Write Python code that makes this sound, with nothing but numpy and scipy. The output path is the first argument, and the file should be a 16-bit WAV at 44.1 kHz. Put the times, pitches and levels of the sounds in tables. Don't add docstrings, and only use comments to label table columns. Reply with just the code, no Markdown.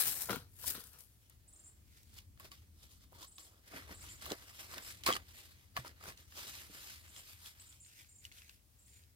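import sys
import numpy as np
from scipy import signal
from scipy.fft import rfft, irfft, next_fast_len
from scipy.io import wavfile
from scipy.ndimage import uniform_filter1d, map_coordinates

SR = 44100
rng = np.random.default_rng(int(sys.argv[2]) if len(sys.argv) > 2 else 0)


def wrap_up_sound(samples):
    columns = np.atleast_2d(samples).T
    tamed = np.clip(columns, -1, 1)
    steps = np.round(tamed * 32767).astype(np.int16)
    wavfile.write(sys.argv[1], SR, steps)


def volts_from_decibels(level):
    exponent = np.asarray(level, float) / 20
    return 10 ** exponent


N = 403515


def unit(x):
    return x / np.sqrt(np.mean(x ** 2) + 1e-20)


def along(points, hz):
    f, v = np.transpose(points)
    return np.interp(np.log(hz + 1), np.log(f + 1), v)


def wobble(rate):
    t = np.arange(0, N / SR + .002, .001)
    smooth = map_coordinates(rng.standard_normal(1000), [t * rate])
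    return np.interp(np.arange(N) / SR, t, smooth)


def filtered(x, response):
    m = next_fast_len(N + 8192)
    return irfft(rfft(x, m) * response(np.fft.rfftfreq(m, 1 / SR)), m)[..., :N]


# (frequency [Hz], share heard alike [0-1])
COHERENCE = [(60, .8), (300, .93), (900, .85), (2000, .55), (4000, .4), (9000, .2), (15000, .1)]


def ports(noise, spectrum, lag_s):
    m = next_fast_len(noise.shape[1] + 2048, real=True)
    hz = np.fft.rfftfreq(m, 1 / SR)
    alike = np.clip(along(COHERENCE, hz), 0, 1)
    late = np.exp(-1j * np.pi * hz * lag_s)
    z = rfft(noise, m) * volts_from_decibels(along(spectrum, hz))
    shared = np.sqrt(alike) * z[0] * [late, late.conj()]
    own = np.sqrt(1 - alike) * z[1:]
    return unit(irfft(shared + own, m)[:, :noise.shape[1]])


def buckling(per_s, spread_db, t60, clump_db):
    size_db = spread_db * np.minimum(rng.exponential(size=N), 4)
    starts = (rng.random(N) < per_s / SR) * volts_from_decibels(size_db + clump_db * wobble(40))
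    decay = volts_from_decibels(-60 / t60 / SR)
    energy = signal.lfilter([1], [1, -decay ** 2], starts ** 2)
    return unit(np.sqrt(np.abs(energy)))


def crackle(envelope, spectrum, lag_s):
    return ports(envelope * rng.standard_normal((3, len(envelope))), spectrum, lag_s)


def strokes(table, light_heavy_db=(0, 0)):
    s, db, rise, fall, weight = np.transpose(table)[:, :, None]
    t = np.arange(0, N / SR + .002, .001)
    light, heavy = light_heavy_db
    slope_db = 20 * np.maximum((s - t) / rise, (t - s) / fall)
    level_db = db + light + (heavy - light) * weight - slope_db
    return np.interp(np.arange(N) / SR, t, volts_from_decibels(level_db.max(axis=0)))


def with_crack(table, crack_db):
    return [(*row, crack_db) for row in table]


def hits(table, t60, pan_db, lag_samples, side_modes_db=-7):
    out, t = np.zeros((2, N + SR)), np.arange(SR // 16) / SR
    chance = rng.standard_normal((len(table), 6))
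    rise = 1 - np.exp(-t / .0004)
    for (s, db, hz, crack_db), (d1, d2, place, *level) in zip(table, chance):
        partials = hz * np.array([1, 1.3498 + 0.13693 * d1, 0.67242 + 0.06145 * d2])
        sizes = volts_from_decibels(np.array([0, side_modes_db, side_modes_db]) + 0.95 * np.array(level))
        life = t60 * np.sqrt(1000 / partials)
        modes = volts_from_decibels(-60 * t / life[:, None]) * np.sin(2 * np.pi * partials[:, None] * t)
        ring = sizes @ modes
        noise = rng.standard_normal((2, len(t) + 1))
        band = signal.butter(2, [0.624 * hz, min(3 * hz, 8000 + hz / 2)], "band", fs=SR)
        snap = volts_from_decibels(2.0 - 60 * t / 0.01362) * signal.lfilter(*band, noise[:, 1:])
        crack = volts_from_decibels(crack_db + 8.5 - 60 * t / 0.01656) * np.diff(noise)
        for side, sign in enumerate((1, -1)):
            start = round(s * SR + sign * lag_samples / 2)
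            gain = volts_from_decibels(db + 2.0 + sign * (pan_db + 1.3 * place) / 2)
            out[side, start:][:len(t)] += gain * rise * (ring + snap[side] + crack[side])
    return out[:, :N]


def echoes(x, table):
    noise = rng.standard_normal((3, SR // 3))
    hz, t, z = signal.stft(noise[1:] + 0.4367 * noise[0], SR, nperseg=256)
    tail = signal.istft(z * volts_from_decibels(-60 * t / along(table, hz)[:, None]), SR, nperseg=256)[1]
    return signal.oaconvolve(np.atleast_2d(x), tail / np.linalg.norm(tail[0]), axes=1)[:, :N]


# (frequency [Hz], t60 [s])
YARD = [(200, .04), (2000, .07), (10000, .03)]


def yard_echoes(blows):
    return volts_from_decibels(-11) * echoes(blows, YARD)


# (time [s], rumble level [dB])
TRAFFIC = [(0.0, -64.5), (0.66, -61), (0.99, -67), (1.96, -62), (2.42, -61), (3.06, -62), (3.44, -69.5),
           (4.08, -58), (4.48, -65.5), (5.02, -61), (5.43, -64.5), (5.94, -63), (9.15, -67.5)]
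# (frequency [Hz], density [dB per Hz])
ROAD = [(21, -27.5), (36, -10.5), (81, -2), (129, -12.5), (146, -21.5), (172, -18), (202, -21.5),
        (312, -25), (700, -52.5), (910, -72), (1540, -120)]
AIR = [(240, -34.5), (400, -4.5), (467, -7), (1070, -11.5), (1330, -13.5), (16000, -10.5)]


def background():
    traffic_s, traffic_db = np.transpose(TRAFFIC)
    level_db = np.interp(np.arange(N) / SR, traffic_s, traffic_db)
    swell = volts_from_decibels(level_db + 0.66 * wobble(7) + [[1.5], [-1.5]])
    road = swell * ports(rng.standard_normal((3, N)), ROAD, lag_s=0)
    hiss = unit(filtered(rng.standard_normal((2, N)), lambda hz: volts_from_decibels(along(AIR, hz))))
    return road + volts_from_decibels(-72 + 1.1 * wobble(3.8256)) * hiss


# (time [s], peak level [dB], pitch [Hz], length [s])
PHRASES = [(1.477, -53, 7900, .02), (1.526, -52, 7650, .016), (1.559, -50, 7350, .012),
           (1.592, -50, 7400, .012), (1.637, -51, 7400, .018), (1.658, -50, 7500, .026),
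           (3.268, -51, 7800, .022), (3.317, -51, 7700, .012), (3.354, -50, 7700, .014),
           (3.393, -47, 7600, .012), (3.427, -50, 7450, .014), (3.939, -50, 7750, .018),
           (3.97, -49, 7500, .01), (4.003, -47, 7500, .016), (4.036, -50, 7100, .008),
           (4.088, -46, 7450, .02), (4.108, -47, 7450, .022), (4.154, -50, 7000, .008),
           (4.82, -49, 7700, .018), (4.845, -50, 7400, .016), (4.89, -46, 7450, .01),
           (7.079, -55, 7800, .012), (7.091, -51, 7300, .01), (7.143, -52, 7500, .012),
           (7.157, -55, 7300, .01), (7.171, -51, 7450, .022), (7.596, -49, 7800, .02),
           (7.66, -54, 7400, .02), (7.691, -51, 7400, .02), (7.799, -51, 7400, .028),
           (7.828, -52, 7150, .014), (7.85, -51, 7200, .016), (8.086, -54, 7400, .018),
           (8.112, -56, 7300, .022), (8.15, -53, 7450, .022), (8.183, -52, 7150, .016),
           (8.203, -56, 7150, .014), (8.787, -59, 7500, .02), (8.818, -59, 7400, .014),
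           (8.859, -54, 7550, .01), (8.876, -58, 7400, .008), (8.891, -56, 7300, .016),
           (8.927, -57, 7250, .018), (8.957, -58, 7150, .026)]


def bird():
    upper_hz, upper_late_s, upper_db, upper_sag_per_s = 9080, .007, -6, 2.1
    warble_hz, warble_depth = 55, .03
    song, t = np.zeros(N + SR), np.arange(SR // 12) / SR
    late = np.maximum(t - upper_late_s, 0)
    for s, db, hz, length in PHRASES:
        upper, size = rng.standard_normal(2)
        flutter = unit(uniform_filter1d(rng.standard_normal((2, len(t))), size=90))
        jump = .25 * np.exp(-t / .0016)
        warble = warble_depth * np.cos(2 * np.pi * warble_hz * t + .6)
        low_hz = hz * (1 - jump - warble + .012 * flutter[0])
        high_start_hz = upper_hz + .7 * (hz - 7500) + 260 * upper
        high_hz = high_start_hz * (1 - upper_sag_per_s * late + .032 * flutter[1])
        low_env = (1 - np.exp(-t / .0023)) * np.exp(-(t / length) ** 4)
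        high_env = (1 - np.exp(-late / .003)) * np.exp(-(late / (1.4 * length)) ** 2)
        low = low_env * np.sin(2 * np.pi * np.cumsum(low_hz) / SR)
        high = high_env * np.sin(2 * np.pi * np.cumsum(high_hz) / SR)
        song[round(s * SR):][:len(t)] += volts_from_decibels(db - 5.5) * (low + volts_from_decibels(upper_db + 1.5 * size) * high)
    return song[:N]


def bird_in_tree():
    song = bird()
    return song + volts_from_decibels(-2) * echoes(song, [(8000, .3)])


# (peak time [s], peak level [dB], rise [s per 20 dB], fall [s per 20 dB], weight [0-1])
GRASS = [(1.225, -76, .04, .2, .2), (1.3, -72, 0.015, .12, 0.6145), (1.62, -76, 0.472, 0.3691, 0.8849),
         (2.18, -58.5, 0.08938, 0.05767, 0.0467), (2.836, -64.5, 0.09516, 0.1672, 0.5483),
         (2.92, -65, 0.0943, 0.10873, 0.1728), (3.384, -59, 0.0097, 0.16, 0.482),
         (3.46, -63, 0.1699, 0.101, 0.392), (3.68, -64, 0.04095, .2, 0.1413),
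         (4.03, -58.5, 0.1096, .5, 0.5597), (4.49, -60, 0.15655, .12, 0.6673),
         (4.6, -54.5, 0.10322, .25, 0.4767), (4.91, -53, 0.2838, .11, 0.4156),
         (5.4, -60, 0.2604, .3, 0.4966), (5.6, -70.5, 0.318, .3, 0.5694),
         (6.375, -53, 0.064, 0.6093, 0.5501), (6.5, -52, 0.2308, .3, 0.2908),
         (6.58, -54.5, 0.3076, .22, .3), (6.75, -56.5, 0.1197, 0.5818, 0.5327),
         (6.87, -54, 0.399, 0.27883, 0.3712), (7.18, -57, 0.1283, 0.1477, 0.322),
         (7.29, -56.5, 0.1001, 0.15605, 0.2186), (7.475, -55.5, 0.14576, 0.092, .05),
         (7.62, -65, 0.2236, .3, 0.3034), (7.73, -65.5, 0.1572, .12, .3)]
FAR_GRASS = [
    (1.97, -69, .2, .3, .05),
    (7.88, -66, 0.0598, 0.3868, 0.0925),
    (8.0, -59.5, 0.218, 0.13384, 0.1004),
    (8.258, -61.5, 0.06137, .1, .02),
    (8.38, -59.5, 0.1194, 0.16, .05),
    (8.51, -64, 0.1538, 0.1166, .15),
    (8.96, -69, 0.3, 0.3, 0.27),
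]
HANDLING = [(2.405, -61.5, .008, .1, 0.5174), (2.455, -58, 0.065, 0.04538, 0.5618),
            (2.515, -62.5, .008, 0.16454, 0.2753), (3.03, -68.5, 0.1043, 0.0826, 0.2645),
            (3.15, -65.5, 0.0328, 0.2572, 0.5233), (3.235, -56, 0.10287, 0.05609, 0.3073),
            (3.56, -74.5, 0.3935, 0.1271, 0.8638), (3.77, -52.5, 0.1031, 0.12525, 0.6864),
            (3.92, -56.5, 0.082, 0.10714, 0.677), (4.225, -52, 0.02724, .3, .4),
            (4.325, -48, 0.07204, 0.03862, 0.8839), (4.72, -55, 0.04485, .4, 0.4046),
            (4.78, -53.5, 0.0397, 0.07054, 0.8721), (5.038, -55, 0.00389, 0.1163, 0.02004),
            (5.064, -32.5, 0.00293, .06, .5), (5.09, -39, 0.028, .08, 0.86295),
            (5.165, -47, .08, 0.034, 0.67), (5.767, -49.5, 0.016, 0.0747, 0.6557),
            (5.875, -55, 0.0696, 0.05939, 0.739), (6.085, -51, 0.10578, 0.07047, 0.514),
            (6.2, -61.5, 0.0613, 0.1014, 0.3014)]
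# (frequency [Hz], density [dB per Hz])
RASP = [(1290, -20.5), (2200, -4.5), (3410, -5), (5180, -6), (6500, -15), (8450, -41.5), (14300, -120)]
FIZZ = [(3530, -13.5), (6000, -3), (12300, -3.5), (15100, -4), (16000, -21)]
HOLLOW = [(500, -47), (800, -10), (1150, -3.5), (1450, -3.5), (2100, -2.5), (2800, -32.5), (5000, -120)]
THUD = [(41, -37.5), (70, -4.5), (177, -10.5), (313, -3), (495, -6.5), (646, -4.5), (800, -10.5),
        (1040, -50), (1760, -120)]
DRY_LEAF = [(800, -40), (1400, -5), (2200, 0), (3000, -3), (4800, -2.5), (6500, -9), (9000, -35),
            (14300, -120)]


def rustle():
    def stirred(grass_db, handling_db, far_db=-40):
        near = strokes(GRASS, grass_db)
        far = volts_from_decibels(far_db) * strokes(FAR_GRASS, grass_db)
        return np.sqrt(near ** 2 + far ** 2 + strokes(HANDLING, handling_db) ** 2)

    grains = buckling(per_s=700, spread_db=2.5, t60=0.04, clump_db=1.5)
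    rasp = stirred((0, 0), (0, 0)) * crackle(grains + 0.75, RASP, lag_s=0.00025)
    fizz = stirred((-3.5, -5.5), (-4, -8.5), far_db=-2) * crackle(grains + .5, FIZZ, lag_s=0.00024023)
    hollow = stirred((-10.5, -1.1024), (-9, 4)) * crackle(grains + .3, HOLLOW, lag_s=0.00021044)
    thud = stirred((-28, 1.5), (-20, 4)) * crackle(grains + 0.56, THUD, lag_s=0.00029)
    leaves = volts_from_decibels(-1.5) * strokes(FAR_GRASS) * crackle(grains + .4, DRY_LEAF, lag_s=0.00036)
    fizz = volts_from_decibels([[5.6], [4.4]]) * fizz
    hollow = volts_from_decibels([[-.6], [.6]]) * hollow
    thud = volts_from_decibels([[-1.1], [1.1]]) * thud
    return rasp + fizz + hollow + thud + leaves


# (time [s], peak level [dB], ring [Hz])
STEPS = [
    (3.745, -49.5, 273),
    (3.908, -51, 283.8),
    (5.789, -45, 123.5),
    (6.079, -55, 128.5),
    (6.698, -54.5, 292.9),
]


def steps():
    return hits(with_crack(STEPS, -40), t60=0.05033, pan_db=-1.5, lag_samples=9)


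# (time [s], peak level [dB], ring [Hz])
TWIGS = [(6.175, -49, 4403), (6.322, -48, 1764), (7.163, -48.5, 3271), (7.459, -44, 3390),
         (7.598, -51, 4139), (7.726, -54, 3393), (7.848, -54, 4300), (7.862, -57, 2100), (8.009, -52, 2300),
         (8.046, -57, 2400), (8.243, -55, 4700), (8.251, -41, 2900), (8.316, -50, 2150), (8.322, -50, 4200),
         (8.384, -50.5, 3135), (8.419, -49.5, 2633), (8.494, -46, 2700), (9.037, -59.5, 3970)]


def twigs():
    return hits(with_crack(TWIGS, -21), t60=.024, pan_db=.8, lag_samples=15, side_modes_db=-10)


# (time [s], peak level [dB], ring [Hz], crack relative to peak [dB])
SNAPS = [(2.031, -62, 5500, -4), (2.141, -57, 5600, -10), (2.183, -50, 5100, -14), (2.1865, -44, 2900, -14),
         (2.374, -57, 1860, -30), (2.398, -47, 1950, -8), (2.445, -52, 5300, -12), (2.448, -52, 620, -30),
         (2.517, -45, 3100, -22), (2.831, -55, 4940, -15), (3.123, -56, 600, -14), (3.129, -54, 1017, -14),
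         (3.228, -47, 3600, -16), (3.247, -50, 4500, -14), (3.382, -46, 3700, -14), (3.726, -51, 1200, -16),
         (3.736, -47, 690, -24), (3.775, -46, 930, -22), (3.894, -49, 920, -24), (4.04, -52, 1390, -16),
         (4.215, -49, 4592, -16), (4.2565, -41, 3100, -12), (4.2625, -41, 1179, -8),
         (4.3035, -40, 3409, -18), (4.3135, -39, 420, -26), (4.318, -33, 4000, -14), (4.32, -33, 400, -24),
         (4.714, -46, 4200, -26), (4.738, -45, 1000, -14), (4.742, -41, 4300, -16), (4.773, -44, 600, -14),
         (4.7805, -37, 3650, -14), (4.7815, -43, 1500, -30), (4.923, -48, 4330, -16),
         (5.036, -40, 3106, -16), (5.766, -27, 1700, -24), (5.773, -28, 1130, -26), (5.848, -43, 943, -21),
         (5.857, -46, 1400, -24), (5.869, -46, 1300, -24), (5.878, -46, 5000, -14), (6.01, -51, 1253, -24),
         (6.038, -44, 1300, -12), (6.056, -46, 1450, -14), (6.098, -48, 1700, -14), (6.121, -51, 1900, -20)]


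def snaps():
    return hits(SNAPS, t60=0.021315, pan_db=1.0, lag_samples=9.7)


# (time [s], peak level [dB], ring [Hz])
BOX = [
    (2.4, -50, 1120),
    (2.517, -52, 1140),
    (2.518, -57, 2200),
    (3.149, -56, 950),
    (3.183, -57, 1150),
    (3.208, -57, 1150),
    (3.226, -50, 1000),
    (3.241, -52, 1100),
    (3.382, -51, 1100),
    (3.42, -60, 1100),
]


def box():
    touched = with_crack(BOX, -20)
    return volts_from_decibels(-4.5) * hits(touched, t60=.07, pan_db=-.6, lag_samples=10.2, side_modes_db=-16)


# (time [s], peak level [dB], ring [Hz])
RATTLE = [(5.0605, -34, 4800), (5.063, -24, 4183), (5.065, -30, 1050), (5.0745, -23.5, 1135),
          (5.076, -32, 4200), (5.082, -28, 1181), (5.087, -30, 360), (5.089, -25, 1263), (5.093, -31, 520),
          (5.095, -27, 1300), (5.103, -24, 1131), (5.113, -35, 3300), (5.119, -34, 1200),
          (5.1255, -27, 3229), (5.135, -31, 3077), (5.143, -36, 4392), (5.153, -35, 1300),
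          (5.154, -39, 4400), (5.164, -36, 1212), (5.165, -38, 3000)]


def rattle():
    return hits(with_crack(RATTLE, -22.5), t60=0.031, pan_db=-1.0, lag_samples=10.5, side_modes_db=-15.5)


# (time [s], peak level [dB], ring [Hz], crack relative to peak [dB])
KNOCKS = [(.2885, -37, 956, -19), (.2945, -31, 1377, -15), (.298, -35, 560, -24), (.3025, -37, 380, -20),
          (.3055, -39, 1450, -20), (.309, -35, 440, -14), (.317, -40, 330, -24), (.33, -34, 1400, -14),
          (.332, -41, 286, -24), (.342, -42, 470, -24), (.3585, -37, 1429, -10), (.367, -43, 258, -28),
          (.641, -46, 980, -4), (.7495, -46, 1300, -12), (.751, -49, 275, -17), (.779, -52, 291, -12)]


def pan_knocks():
    return hits(KNOCKS, t60=0.02596, pan_db=6.5, lag_samples=-2.5)


# (time [s], peak level [dB], ring [Hz])
CREASES = [(.0025, -37, 11000), (.02, -38, 11000), (.074, -39, 12000), (.0795, -36, 12000),
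           (.2195, -44, 11000), (.257, -50, 11000), (.672, -43, 12000), (.679, -38, 12000),
           (.702, -42, 11000), (.7075, -43, 12000), (.813, -55, 4600), (.8387, -54, 9000),
           (.87, -60, 12000), (.9315, -59, 12000), (1.006, -57, 12000), (1.2972, -61, 12000)]


def loud_creases():
    return hits(with_crack(CREASES, -1.5), t60=.012, pan_db=7, lag_samples=-3.6)


# (from [s], to [s], low [Hz], high [Hz], gain [dB])
GROUND_DIP = (2.76, 3.63, 1450, 2900, -5)


def shifting_resonances(x, depth_db):
    hz, t, z = signal.stft(x, SR, nperseg=512)
    field = uniform_filter1d(rng.standard_normal(z.shape[1:]), size=7, axis=0)
    field = uniform_filter1d(field, size=9, axis=1)
    start, end, low_hz, high_hz, dip_db = GROUND_DIP
    dip = np.outer((hz > low_hz) & (hz < high_hz), (t > start) & (t < end))
    gain = volts_from_decibels(depth_db * unit(field) + dip_db * dip)
    return signal.istft(z * gain, nperseg=512)[1][:, :N]


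# (peak time [s], peak level [dB], rise [s per 20 dB], fall [s per 20 dB], weight [0-1])
PRESSES = [(0.004, -29.5, 0.8286, 0.1282, 0.03), (.095, -34, 0.8146, 0.1233, 0.05),
           (.225, -41, 1.5, 0.1034, .02), (.27, -48, 1.7424, 0.1309, 0.09),
           (.305, -40.5, 0.0089, 0.0868, 0.86), (.345, -53, 0.0855, 0.0665, 1), (.589, -54, .004, .3, .2),
           (.635, -47.5, 0.0301, 0.1057, 0.36), (.677, -36, 0.045, 0.11, 0.08),
           (.705, -37.5, 0.11, 0.045, 0.11), (.755, -51, 0.0434, 0.1035, 0.77),
           (.805, -50, 0.0706, 0.0271, .25), (.86, -59, .21, .35, .2), (.95, -64, .07, .11, 0.75),
           (.987, -56, .006, .12, 0.07)]
# (frequency [Hz], density [dB per Hz])
CRINKLE = [(3240, -13.5), (5500, -4), (6180, -8), (6670, -5), (8560, -1.5), (12400, 2), (16000, -3)]
SHEET = [(710, -8), (1200, -8.5), (1720, -1.5), (2050, -5), (3990, 0), (6500, -6.5), (8450, -33),
         (14300, -120)]
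BOOM = [(71, -45.5), (120, 3), (405, -18.5), (474, 2.5), (538, -15), (857, -13.5), (1500, -3), (1950, -41),
        (3300, -120)]


def foil():
    n = round(1.3 * SR)
    creases = buckling(per_s=9000, spread_db=4, t60=.006, clump_db=.6)[:n]
    bright = strokes(PRESSES)[:n] * crackle(creases, CRINKLE, lag_s=-0.0000832)
    body = strokes(PRESSES, (-13, 4))[:n] * crackle(creases, SHEET, lag_s=-0.0000877)
    boom = strokes(PRESSES, (-29, 6.5))[:n] * crackle(creases + .6, BOOM, lag_s=-0.0001921)
    crimped = volts_from_decibels([[3.5], [-3.5]]) * bright + volts_from_decibels([[1.6], [-1.6]]) * body + volts_from_decibels([[1.1], [-1.1]]) * boom
    return np.pad(crimped, ((0, 0), (0, N - n)))


def scene():
    blows = steps() + twigs() + snaps() + box() + rattle() + pan_knocks() + loud_creases()
    rubbed = shifting_resonances(foil() + rustle(), depth_db=1.8012)
    return background() + bird_in_tree() + yard_echoes(blows) + blows + rubbed


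def low_pass(x):
    return signal.sosfilt(signal.butter(12, 17030, fs=SR, output="sos"), x)


def record(dry):
    mix = filtered(dry, lambda hz: (hz < 15900) / (1 + (33 / (hz + 1)) ** 4))
    return low_pass(mix)


dry = scene()
out = record(dry)
wrap_up_sound(out)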